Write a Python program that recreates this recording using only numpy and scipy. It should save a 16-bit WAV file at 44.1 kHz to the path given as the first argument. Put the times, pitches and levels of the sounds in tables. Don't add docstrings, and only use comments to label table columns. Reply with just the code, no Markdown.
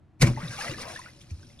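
import sys
import numpy as np
from scipy import signal
from scipy.fft import rfft, irfft
from scipy.io import wavfile

SR = 44100
rng = np.random.default_rng(int(sys.argv[2]) if len(sys.argv) > 2 else 0)


def wav_record(signal):
    frames = np.transpose(np.atleast_2d(signal))
    bounded = np.clip(frames, -1, 1)
    quanta = np.round(bounded * 32767).astype(np.int16)
    wavfile.write(sys.argv[1], SR, quanta)


N = 70560


def gain_of(db):
    return 10 ** (np.asarray(db) / 20)


def evened(x):
    return x / np.sqrt(np.mean(x ** 2) + 1e-20)


def coloured(x, points):
    f, db = np.transpose(points)
    hz = np.fft.rfftfreq(N, 1 / SR)
    curve_db = np.interp(np.log(hz + 1), np.log(f + 1), db)
    return evened(irfft(rfft(x) * gain_of(curve_db), N))


def level(curve):
    s, db = np.transpose(curve)
    times = [s[0] - .02, *s, s[-1] + .05]
    return gain_of(np.interp(np.arange(N) / SR, times, [-120, *db, -120]))


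def add(mix, s, sound):
    part = mix[max(round(s * SR), 0):][:len(sound)]
    part += sound[:len(part)]


def swell(length, from_hz, to_hz, skew):
    u = np.arange(0, length, 1 / SR) / length
    envelope = np.sin(np.pi * u ** skew)
    hz = from_hz + (to_hz - from_hz) * u
    return envelope * np.sin(2 * np.pi * np.cumsum(hz) / SR)


BUBBLE_RISE, BUBBLE_ATTACK = 0.00413, 3.5


def ping(hz, cycles):
    n = np.arange(int(cycles / hz * SR) + 8) / SR * hz
    attack = np.sin(np.pi / 2 * np.minimum(n / BUBBLE_ATTACK, 1)) ** 2
    decay = gain_of(-60 * n / n[-1])
    return attack * decay * np.sin(2 * np.pi * n * (1 + BUBBLE_RISE * n / 2))


def grains(per_s, spread_db, lo_hz, hi_hz, cycles, count):
    size = gain_of(spread_db * np.minimum(rng.exponential(1, N), 5))
    size = size * (rng.random(N) < per_s / SR)
    which = rng.integers(0, count, N)
    crowd = np.zeros(N)
    for k, hz in enumerate(np.geomspace(lo_hz, hi_hz, count)):
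        crowd += signal.oaconvolve(size * (which == k), evened(ping(hz, cycles)))[:N]
    return evened(crowd)


THUMP_S, THUMP_LEN_S, THUMP_DB = .2252, .0262, -10
THUMP_FROM_HZ, THUMP_TO_HZ, THUMP_SKEW = 174, 104, 1.2
THUMP_DRIVE, THUMP_LEAN = 1.8, -.15
PUSH_S, PUSH_LEN_S, PUSH_DB = .21, .055, -25
# t/s, level/dB, f/Hz, length/s, pitch sag as a share (negative: pitch rises)
GLUG_POCKETS = [(.275, -26, 133.8, 0.054, 0.4), (0.366, -32.5, 129, 0.037, 0.017),
                (.43, -32, 151.4, 0.05, 0.22), (0.494, -33.5, 125, 0.026, -0.12),
                (0.564, -41, 127, 0.02, 0.023), (0.694, -30, 124, 0.019, 0.032),
                (0.711, -37.5, 361.4, 0.039, -0.21), (1.314, -30, 77.5, 0.06, 0.28),
                (1.383, -45.5, 93, 0.053, 0.082), (1.453, -49.5, 113, 0.051, 0.014),
                (.93, -48, 122, .04, -0.04)]


def pockets():
    out = np.zeros(N)
    wave = swell(THUMP_LEN_S, THUMP_FROM_HZ, THUMP_TO_HZ, THUMP_SKEW)
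    leaning = wave + THUMP_LEAN * wave ** 2
    add(out, THUMP_S, -gain_of(THUMP_DB) * np.tanh(THUMP_DRIVE * leaning))
    add(out, PUSH_S, gain_of(PUSH_DB) * swell(PUSH_LEN_S, 31, 42, 0.79))
    for s, db, hz, length, sag in GLUG_POCKETS:
        add(out, s, gain_of(db) * swell(length, hz * (1 + sag), hz * (1 - sag), 0.44))
    return out


STRIKE_DB = -35
# f/Hz, relative level/dB, time to die 60 dB/s
BASIN_MODES = [(34.3, -30, 0.07), (62.3, -17, 1), (92, -5, 0.41), (124, 3, 0.44), (169.6, -0.5, 0.04),
               (232.5, 2.5, 0.053), (308, -7, 0.23), (334.4, -7.5, 0.41), (381, -18.5, 0.31),
               (567, -6.5, 0.22), (712, -15, 0.059), (886, -20, 0.15)]
# t/s, level/dB
CHURN_LEVEL = [(.2, -49), (.212, -30.5), (.224, -24), (.255, -23), (.3, -28.5), (.335, -36), (.37, -40),
               (.5, -46), (.6, -50), (.72, -44.5), (.83, -47.5), (.94, -53.5), (1.1, -58), (1.3, -56.5),
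               (1.36, -56.5), (1.45, -57), (1.6, -56)]


def basin(blows):
    t = np.arange(SR // 3) / SR
    ring = np.zeros(len(t))
    for hz, db, t60 in BASIN_MODES:
        ring += gain_of(db - 60 * t / t60) * np.sin(2 * np.pi * hz * t) / np.sqrt(t60)
    struck = gain_of(STRIKE_DB) * signal.oaconvolve(np.gradient(blows), ring)[:N]
    rumble = evened(signal.oaconvolve(rng.standard_normal(N), ring)[:N])
    return struck + level(CHURN_LEVEL) * rumble


# t/s, level/dB
JET_LEVEL = [(.199, -55), (.21, -39), (.213, -27), (.218, -22.5), (.224, -16.5), (.229, -24), (.24, -41),
             (.258, -40), (.271, -33.5), (.284, -41), (.302, -52), (.36, -74)]
# f/Hz, relative level/dB
JET_SPECTRUM = [(300, -1), (1000, -3.5), (1800, -3), (2350, 6.5), (3000, -5.5), (5000, 1), (7000, -3),
                (10000, -9), (13000, -19.5), (16000, -26)]


def jet():
    return level(JET_LEVEL) * coloured(rng.standard_normal(N), JET_SPECTRUM)


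FIZZ_PER_S, FIZZ_SPREAD_DB, FIZZ_CYCLES = 2400, 3.4, 30
FIZZ_DB = -1
# t/s, level/dB
SPLASH_LEVEL = [(0.3, -48), (0.35, -56), (0.53, -44.5), (0.57, -45), (0.604, -37), (0.72, -44.5),
                (0.756, -52.5), (0.824, -39), (0.832, -48.5), (0.864, -54), (0.89, -43), (1.11, -60),
                (1.194, -63), (1.216, -54), (1.244, -63), (1.288, -64.5), (1.31, -53), (1.328, -63),
                (1.494, -60.5), (1.58, -66.5), (1.592, -64), (1.6, -50.5)]
# f/Hz, relative level/dB
SPLASH_SPECTRUM = [(500, -30), (1500, -9), (2500, -8.5), (3200, -7.5), (5500, -0.5), (8000, -9.5),
                   (10500, -8), (13000, -25.5), (16000, -40)]


def splash():
    fizz = grains(FIZZ_PER_S, FIZZ_SPREAD_DB, 2370, 14600, FIZZ_CYCLES, count=40)
    water = rng.standard_normal(N) + gain_of(FIZZ_DB) * fizz
    return level(SPLASH_LEVEL) * coloured(water, SPLASH_SPECTRUM)


GURGLE_PER_S, GURGLE_SPREAD_DB, GURGLE_CYCLES = 1600, 2.6, 24
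GURGLE_RUSH_DB = -2
# t/s, level/dB
GURGLE_LEVEL = [(.228, -27.5), (.245, -28.5), (.258, -40.5), (.272, -34), (.3, -47), (.354, -58),
                (.42, -46), (.5, -49.5), (.54, -46), (.57, -47.5), (.59, -40.5), (.645, -39.5),
                (.72, -44.5), (.76, -52.5), (.825, -42), (.86, -47), (.905, -48), (.94, -47.5), (1.03, -59),
                (1.075, -53), (1.13, -68), (1.3, -68.5), (1.6, -76)]
# f/Hz, relative level/dB
GURGLE_SPECTRUM = [(250, -100), (450, -1), (700, -6.5), (1200, 3.5), (2000, 6), (2700, 7.5), (4000, -15.5)]


def gurgle():
    crowd = grains(GURGLE_PER_S, GURGLE_SPREAD_DB, 462.8, 2970, GURGLE_CYCLES, count=32)
    rush = gain_of(GURGLE_RUSH_DB) * rng.standard_normal(N)
    return level(GURGLE_LEVEL) * coloured(crowd + rush, GURGLE_SPECTRUM)


WOBBLE_DB, WOBBLE_HZ = 2.2, 250
# t/s, level/dB, f/Hz, cycles to die 60 dB
PLOPS = [(0.364, -36.5, 1920, 67), (0.373, -28.5, 854, 55), (0.445, -36, 1890, 73), (0.481, -30, 3600, 62),
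         (0.535, -33.5, 1496, 62), (0.584, -35.5, 784, 59), (0.61, -25.5, 1642, 54),
         (0.641, -30.5, 1264, 56), (0.679, -27, 1906, 72), (0.743, -28.5, 1687, 58), (0.782, -34, 1190, 54),
         (0.897, -36.5, 1550, 65), (0.959, -25.5, 1690, 55), (0.973, -39, 1817, 73), (0.99, -32.5, 991, 51),
         (1.016, -37.5, 1875, 65), (1.041, -41.5, 1870, 65), (1.06, -35, 1397, 67), (1.084, -42, 1875, 65),
         (1.214, -42, 3310, 68), (1.429, -48.5, 1504, 59), (1.5, -52.5, 2035, 77), (1.59, -42.5, 3360, 75)]
# t/s, level/dB, f/Hz, cycles to die 60 dB
STEEL_DROPS = [(0.709, -30, 2706, 97), (0.82, -32, 5720, 90), (0.8854, -43, 5240, 90),
               (0.9911, -37, 9060, 90), (1.152, -56, 4000, 90), (1.3015, -53, 4530, 88),
               (1.4301, -50, 5320, 96), (1.4676, -46, 5120, 95)]


def bubbles():
    out = np.zeros(N)
    for s, db, hz, cycles in [*PLOPS, *STEEL_DROPS]:
        add(out, s, gain_of(db) * ping(hz, cycles))
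    slow_noise = coloured(rng.standard_normal(N), [(1, 0), (WOBBLE_HZ, 0), (3 * WOBBLE_HZ, -60)])
    return out * gain_of(WOBBLE_DB * slow_noise)


HOLLOW_WIDTH_HZ = 77
# t/s, length/s, level/dB, start f/Hz, end f/Hz
AIR_HOLLOWS = [(0.373, .06, -44, 821, 1502), (0.499, 0.0665, -46, 1576, 1656),
               (0.623, .09, -44, 754.7, 512.6), (0.773, .17, -46.5, 404.7, 771.7),
               (0.797, .13, -47, 900, 1090)]


def hollows():
    out = np.zeros(N)
    r = np.exp(-np.pi * HOLLOW_WIDTH_HZ / SR)
    raw = rng.standard_normal(N) + 1j * rng.standard_normal(N)
    narrow = signal.lfilter([1], [1, -r], raw)
    for s, length, db, from_hz, to_hz in AIR_HOLLOWS:
        u = np.arange(0, length, 1 / SR) / length
        hz = from_hz + (to_hz - from_hz) * u
        turn = np.exp(2j * np.pi * np.cumsum(hz) / SR)
        tone = evened((turn * narrow[round(s * SR):][:len(u)]).real)
        add(out, s, gain_of(db) * np.sin(np.pi * u) ** .5 * tone)
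    return out


# f/Hz, phase by which left leads/radians
PORT_LEAD = [(0, 0.33), (250, -0.12), (860, 1), (1980, 0.71), (2930, 2.0), (3790, 1.17), (4570, 1.65),
             (5430, 1.43), (6980, 2), (9470, 7), (9910, 7.5), (12900, 4.5), (13800, -4), (15600, -3.5)]
# f/Hz, left minus right level/dB
PORT_LEVELS = [(60, 0), (110, 0), (200, 3.5), (380, 5.0), (700, 9.5), (1290, 1), (2380, 1.5), (4400, 1.5),
               (8120, -1), (15000, 1)]


def ports(x):
    hz = np.fft.rfftfreq(N, 1 / SR)
    lead = np.interp(hz, *np.transpose(PORT_LEAD))
    balance_db = np.interp(hz, *np.transpose(PORT_LEVELS))
    half = np.exp(.5j * lead) * gain_of(balance_db / 2)
    return irfft(rfft(x) * [half, 1 / half], N)


ECHO_DB, ECHO_T60_S, ECHO_HZ = -7, .09, 400


def echo(x, count=3):
    t = np.arange(SR // 5) / SR
    low_cut = signal.butter(2, ECHO_HZ, "high", fs=SR, output="sos")
    out = np.zeros((2, N))
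    for k in range(count):
        share = np.sqrt(2 / count) * np.cos(np.pi * (np.arange(N) / SR * 25 + k / count))
        taps = rng.standard_normal((2, len(t))) * gain_of(-60 * t / ECHO_T60_S)
        taps = signal.sosfilt(low_cut, taps / np.linalg.norm(taps[0]))
        out += signal.fftconvolve((share * x)[None], taps, axes=1)[:, :N]
    return gain_of(ECHO_DB) * out


ROOM_DB = -57.5
# f/Hz, relative level/dB
ROOM_SPECTRUM = [(15, -54), (25, -50), (43, 3), (112, 4), (145, 6), (256, -10.5), (323, -0.5), (407, -16.5),
                 (756, -17.5), (839, -19.5), (1200, -23), (1340, -23), (12000, -53.5), (15600, -85),
                 (22000, -120)]


def room():
    a, b = (coloured(z, ROOM_SPECTRUM) for z in rng.standard_normal((2, N)))
    return gain_of(ROOM_DB) * np.array([a + 0.5 * b, a - 0.13 * b])


def scene():
    blows = pockets()
    water = blows + basin(blows) + jet() + splash() + gurgle() + bubbles() + hollows()
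    return ports(water) + echo(water) + room()


EDGE_HZ = 15980


def record(dry):
    low_pass = signal.firwin(511, EDGE_HZ, window=("kaiser", 9), fs=SR)
    return signal.oaconvolve(dry, low_pass[None], "same")


dry = scene()
out = record(dry)
wav_record(out)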